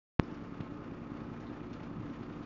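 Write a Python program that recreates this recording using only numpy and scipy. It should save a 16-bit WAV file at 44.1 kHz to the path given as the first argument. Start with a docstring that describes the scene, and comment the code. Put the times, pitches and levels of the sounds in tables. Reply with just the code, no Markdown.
"""Silence, then an electrical pop as the microphone wakes onto a washing machine spinning steadily at home.
The unbalanced drum shakes the cabinet once a turn: sines at multiples of the drum speed, loosely in phase.
The motor hums on mains multiples and whines as noise in narrow resonances; air and bearings hiss as
shaped noise and rattle as ringing clicks, both swelling three times a turn.
Over it fall rattly noise bursts and dull bumps: one early, a cluster late, each a short low ring."""
import sys
import numpy as np
from scipy import signal
from scipy.io import wavfile

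SR = 44100
rng = np.random.default_rng(int(sys.argv[2]) if len(sys.argv) > 2 else 0)


def store_wav(level_fs):
    """Save 16-bit WAV to argv[1]."""
    pcm = np.round(np.clip(np.atleast_2d(level_fs), -1, 1) * 32767)
    wavfile.write(sys.argv[1], SR, pcm.T.astype(np.int16))


N = 108045

# cabinet shake: multiple of drum speed, mean level/dB rms
DRUM_HARMONICS = [(1, -68), (3, -73), (4, -76), (5, -63), (8, -68), (9, -71), (10, -69), (11, -56),
                  (12, -68), (13, -70), (14, -69), (15, -59), (16, -57), (17, -73), (18, -64), (19, -66),
                  (20, -66), (21, -69), (22, -64), (23, -52), (24, -65), (25, -64), (26, -66), (27, -60),
                  (28, -56), (29, -63), (30, -58), (31, -66), (32, -64), (33, -62), (34, -68), (35, -71),
                  (36, -65), (38, -75), (39, -73), (40, -70), (41, -68), (43, -72), (44, -75), (45, -71),
                  (46, -76), (47, -73), (48, -72), (49, -74), (50, -73), (52, -72), (54, -73), (56, -71),
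                  (57, -76), (64, -75), (66, -72), (67, -76)]
# motor hum: multiple of mains, level/dB rms
HUM_HARMONICS = [(1, -62), (3, -57), (4, -61), (5, -54), (6, -58)]
# motor whine, noise resonances: f/Hz, level/dB rms, width/Hz
WHINE_RESONANCES = [(138.4, -63, 8), (235, -63, 10), (290, -58, 30), (415, -66, 6), (565, -70, 10),
                    (872, -66, 25), (1063, -68, 15), (1150, -67, 80), (1217, -68, 10), (1250, -71, 10),
                    (1277, -68, 10), (2433, -78, 5), (2751, -85, 5)]
# air and bearing noise spectrum, relative: f/Hz, density/dB per Hz
RUSH_SPECTRUM = [(40, -20), (80, -9.5), (140, 0), (300, -1), (450, -6.5), (700, -9.5), (1150, -10.5),
                 (1500, -15), (2500, -22.5), (4500, -34), (6800, -41), (7600, -56)]
# slow treble swell, used relative to its mean: t/s, level/dB
TREBLE_SWELL = [(.2, -61.5), (0.698, -62), (1.0, -63), (1.299, -61.5), (1.45, -61), (1.701, -61.5),
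                (1.9, -62.5), (2.149, -61.5), (2.45, -62.5)]
# bursts of something loose: onset t/s, nominal level/dB, centre f/Hz, width/octaves
RATTLE_BURSTS = [(0.228, -61, 5000, 0.34), (0.31, -66.5, 5000, .5), (0.338, -62, 4440, .9),
                 (0.602, -48, 2000, 1.8), (1.398, -59, 4600, 1.2), (1.466, -56, 3600, .4),
                 (1.6, -54, 2000, 0.88), (1.728, -53.5, 3470, 1.5), (1.798, -55.5, 2600, .7),
                 (1.829, -56.5, 3620, 1), (2.134, -56.5, 2400, 1), (2.227, -60.5, 3900, .6),
                 (2.322, -60, 3300, 1.4), (2.425, -55.5, 3500, 1.1)]
# dull bumps: onset t/s, peak before low-pass/dB, pitch f/Hz, low-pass f/Hz
BUMP_BLOWS = [(.6052, -28.5, 150, 2300), (1.9575, -38, 175, 500), (1.967, -42, 125, 500),
              (1.981, -38, 160, 500), (1.9958, -32.5, 128, 700), (2.0315, -37.5, 115, 400),
              (2.0535, -41, 150, 400)]
# microphone bias ramps, before filtering: start t/s, change/full scale, duration/s
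BIAS_RAMPS = [(.19248, -.065, .00005), (.1933, -.15, .003), (.1937, -.025, .0003), (.1944, -.09, .0007),
              (.1952, -.2, .0008), (.196, -.12, .0002), (.1962, .05, .0013), (.19745, .43, .00005)]

DRUM_HZ, JOLT_S = 10.077, .0284  # turns per second; alignment time of the shake
PHASE_SCATTER_RAD, JOLT_LEAN_RAD, SHAKE_WAVER_DB = .85, .4, .8  # spread and lopsidedness of the jolt
MAINS_HZ, MAINS_PULSE_S, PULSE_LEAN_RAD = 59.976, .0016, -.85  # hum lines up into a lopsided pulse
SHAFT_HZ, SHAFT_DB, SHAFT_WAVER_DB = 276.9, -56, .69
RUSH_DB, TREBLE_FLICKER_DB, BAND_FLICKER_DB = -51, 1, .8
RIB_SWING_DB, RIB_S = 1.5, .016  # three swells a turn; time of the first
TURN_SWING_DB, TURN_S = .8, .058  # one swell a turn; its time
CLICKS_PER_S, CLICKS_DB = 510, -67.5  # rate before the swells act on it
BURST_T60_S, BURST_RISE_S, BURST_ROUGH_DB, BURST_DULL_HZ = .17, .004, 2, 1500
BUMP_PEAK_CYCLES, BUMP_LASTS_CYCLES = .4, .95  # delay of the fullest ring; span of its fade
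POP_SOFTEN_HZ, COUPLING_HZ = 3100, 99
WAKE_S, WAKE_RISE_S = .1976, .002  # the sound path opens
CUTOFF_HZ, FLOOR_DB = 7050, -103


def from_db(db):
    """Decibels to gain."""
    return 10 ** (np.asarray(db) / 20)


def rms_one(x):
    """Scale to rms 1."""
    return x / np.sqrt(np.mean(x ** 2) + 1e-20)


def clock():
    """Time of each sample in seconds."""
    return np.arange(N) / SR


def drift(rate_hz):
    """Slow random wander of spread 1: noise through a double pole, made at SR / 40."""
    pole = np.exp(-2 * np.pi * rate_hz * 40 / SR)
    white = rng.standard_normal(N // 40 + 4002)
    slow = signal.lfilter([1], [1, -2 * pole, pole * pole], white)[4000:]  # settled part
    return np.interp(np.arange(N) / 40, np.arange(len(slow)), rms_one(slow - slow.mean()))


def ring(drive, hz, t60_s):
    """Two-pole resonance: a unit click sets a decaying sine of initial height 1 ringing."""
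    radius = from_db(-60 / (t60_s * SR))
    w = 2 * np.pi * hz / SR
    return signal.lfilter([0, np.sin(w)], [1, -2 * radius * np.cos(w), radius * radius], drive + 1e-18)


def tone(hz, db, phase_rad):
    """A sine at an rms level."""
    return np.sqrt(2) * from_db(db) * np.cos(2 * np.pi * hz * clock() + phase_rad)


def band(noise, low_hz, high_hz):
    """Second-order band-pass design applied to noise."""
    sos = signal.butter(2, [low_hz, high_hz], "band", fs=SR, output="sos")
    return signal.sosfilt(sos, noise)


def swell_db():
    """Level swing with the drum, one and three swells a turn, plus the slow treble swell."""
    t_s, db = np.transpose(TREBLE_SWELL)
    turn_rad_s = 2 * np.pi * DRUM_HZ
    ribs = RIB_SWING_DB * np.cos(3 * turn_rad_s * (clock() - RIB_S))
    turn = TURN_SWING_DB * np.cos(turn_rad_s * (clock() - TURN_S))
    return ribs + turn + np.interp(clock(), t_s, db - db.mean())


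def rush():
    """Air and bearings: third-octave noise bands; the higher ones swell and flicker together."""
    spectrum_hz, density_db = np.transpose(RUSH_SPECTRUM)
    white = rng.standard_normal((2, N))  # neighbouring bands take alternate noises
    shared_db = swell_db() + TREBLE_FLICKER_DB * drift(12)
    edges_hz = 36 * 2 ** np.arange(0, 8, 1 / 3)
    out = np.zeros(N)
    for k, (low, high) in enumerate(zip(edges_hz, edges_hz[1:])):
        centre = np.sqrt(low * high)
        follows = np.clip(centre / 1100, 0, 1)
        gain_db = np.interp(np.log(centre), np.log(spectrum_hz), density_db)
        gain_db = gain_db + follows * shared_db + BAND_FLICKER_DB * drift(10)
        out += from_db(gain_db) * band(white[k % 2], low, high)
    return from_db(RUSH_DB) * rms_one(out)


def panel_clicks():
    """Random clicks ring small panel resonances, denser at each swell."""
    sizes = from_db(4 * np.minimum(rng.exponential(1, N), 4)) * rng.choice([-1, 1], N)
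    born = rng.random(N) < CLICKS_PER_S * from_db(2.5 * swell_db()) / SR
    dealt = rng.integers(0, 14, N)  # resonance each click strikes
    out = np.zeros(N)
    for k, hz in enumerate(np.geomspace(1200, 6000, 14)):
        out += ring(sizes * born * (dealt == k), hz, 13 / hz) * 1500 / hz
    return from_db(CLICKS_DB) * rms_one(out)


def loose_bursts():
    """Something loose: rough band noise with a fast rise and exponential decay."""
    white = signal.lfilter(*signal.butter(1, BURST_DULL_HZ, fs=SR), rng.standard_normal(N))
    white = white * from_db(BURST_ROUGH_DB * drift(120))
    out = np.zeros(N)
    for t_s, db, hz, octaves in RATTLE_BURSTS:
        hiss = rms_one(band(white, hz * 2 ** (-octaves / 2), hz * 2 ** (octaves / 2)))
        age_s = clock() - t_s
        rise = np.clip(age_s / BURST_RISE_S, 0, 1)
        out += hiss * rise * from_db(db - 5.5 - 60 * np.abs(age_s) / BURST_T60_S)
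    return out


def bumps():
    """Soft blows: a low ring of about a cycle and a half, each dulled by its own low-pass."""
    out = np.zeros(N)
    for t_s, db, hz, cut_hz in BUMP_BLOWS:
        cycles = hz * (clock() - t_s)
        swell = (cycles > 0) * np.exp(-((cycles - BUMP_PEAK_CYCLES) / BUMP_LASTS_CYCLES) ** 2)
        blow = -from_db(db) * swell * np.cos(2 * np.pi * cycles)
        out += signal.lfilter(*signal.butter(2, cut_hz, fs=SR), blow)
    return out


def pop():
    """Bias drops, slides down in uneven ramps and snaps up, heard through two coupling capacitors."""
    bias = np.zeros(N)
    for t_s, change, length_s in BIAS_RAMPS:
        bias += change * np.clip((clock() - t_s) / length_s, 0, 1)
    bias = signal.lfilter(*signal.butter(2, POP_SOFTEN_HZ, fs=SR), bias)
    low_cut = signal.butter(1, COUPLING_HZ, "high", fs=SR)
    return signal.lfilter(*low_cut, signal.lfilter(*low_cut, bias))


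def motor():
    """Steady mains hum, a wavering shaft line, and whine as noise in narrow resonances."""
    out = tone(SHAFT_HZ, SHAFT_DB + SHAFT_WAVER_DB * drift(.61), rng.uniform(0, 2 * np.pi))
    for k, db in HUM_HARMONICS:
        phase = np.pi - 2 * np.pi * k * MAINS_HZ * MAINS_PULSE_S + PULSE_LEAN_RAD
        out += tone(k * MAINS_HZ, db, phase)
    white = rng.standard_normal(N)
    for hz, db, width_hz in WHINE_RESONANCES:
        t60_s = np.log(1000) / (np.pi * width_hz)
        out += from_db(db) * rms_one(ring(white, hz, t60_s))
    return out


def cabinet():
    """Unbalanced drum: multiples of the turn, loosely lined up on one jolt, levels wavering."""
    wavers = [drift(.74) for _ in range(4)]  # shared by every fourth line
    out = np.zeros(N)
    for i, (k, db) in enumerate(DRUM_HARMONICS):
        phase = np.pi - 2 * np.pi * k * DRUM_HZ * JOLT_S + JOLT_LEAN_RAD
        phase += PHASE_SCATTER_RAD * rng.standard_normal()
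        out += tone(k * DRUM_HZ, db + SHAKE_WAVER_DB * wavers[i % 4], phase)
    return out


def scene():
    """The machine, the bursts and the bumps, one channel."""
    return (rush() + panel_clicks() + loose_bursts() + bumps() + motor() + cabinet())[None]


def record(dry):
    """Silence, the pop, then the open microphone; steep top cut, faint noise floor from the pop on."""
    opened = np.clip((clock() - WAKE_S) / WAKE_RISE_S, 0, 1)
    top_cut = signal.ellip(8, .5, 65, CUTOFF_HZ, fs=SR, output="sos")
    heard = signal.sosfilt(top_cut, dry * opened + pop())
    powered = clock() > BIAS_RAMPS[0][0]
    return heard + from_db(FLOOR_DB) * rng.standard_normal(N) * powered


dry = scene()
out = record(dry)
store_wav(out)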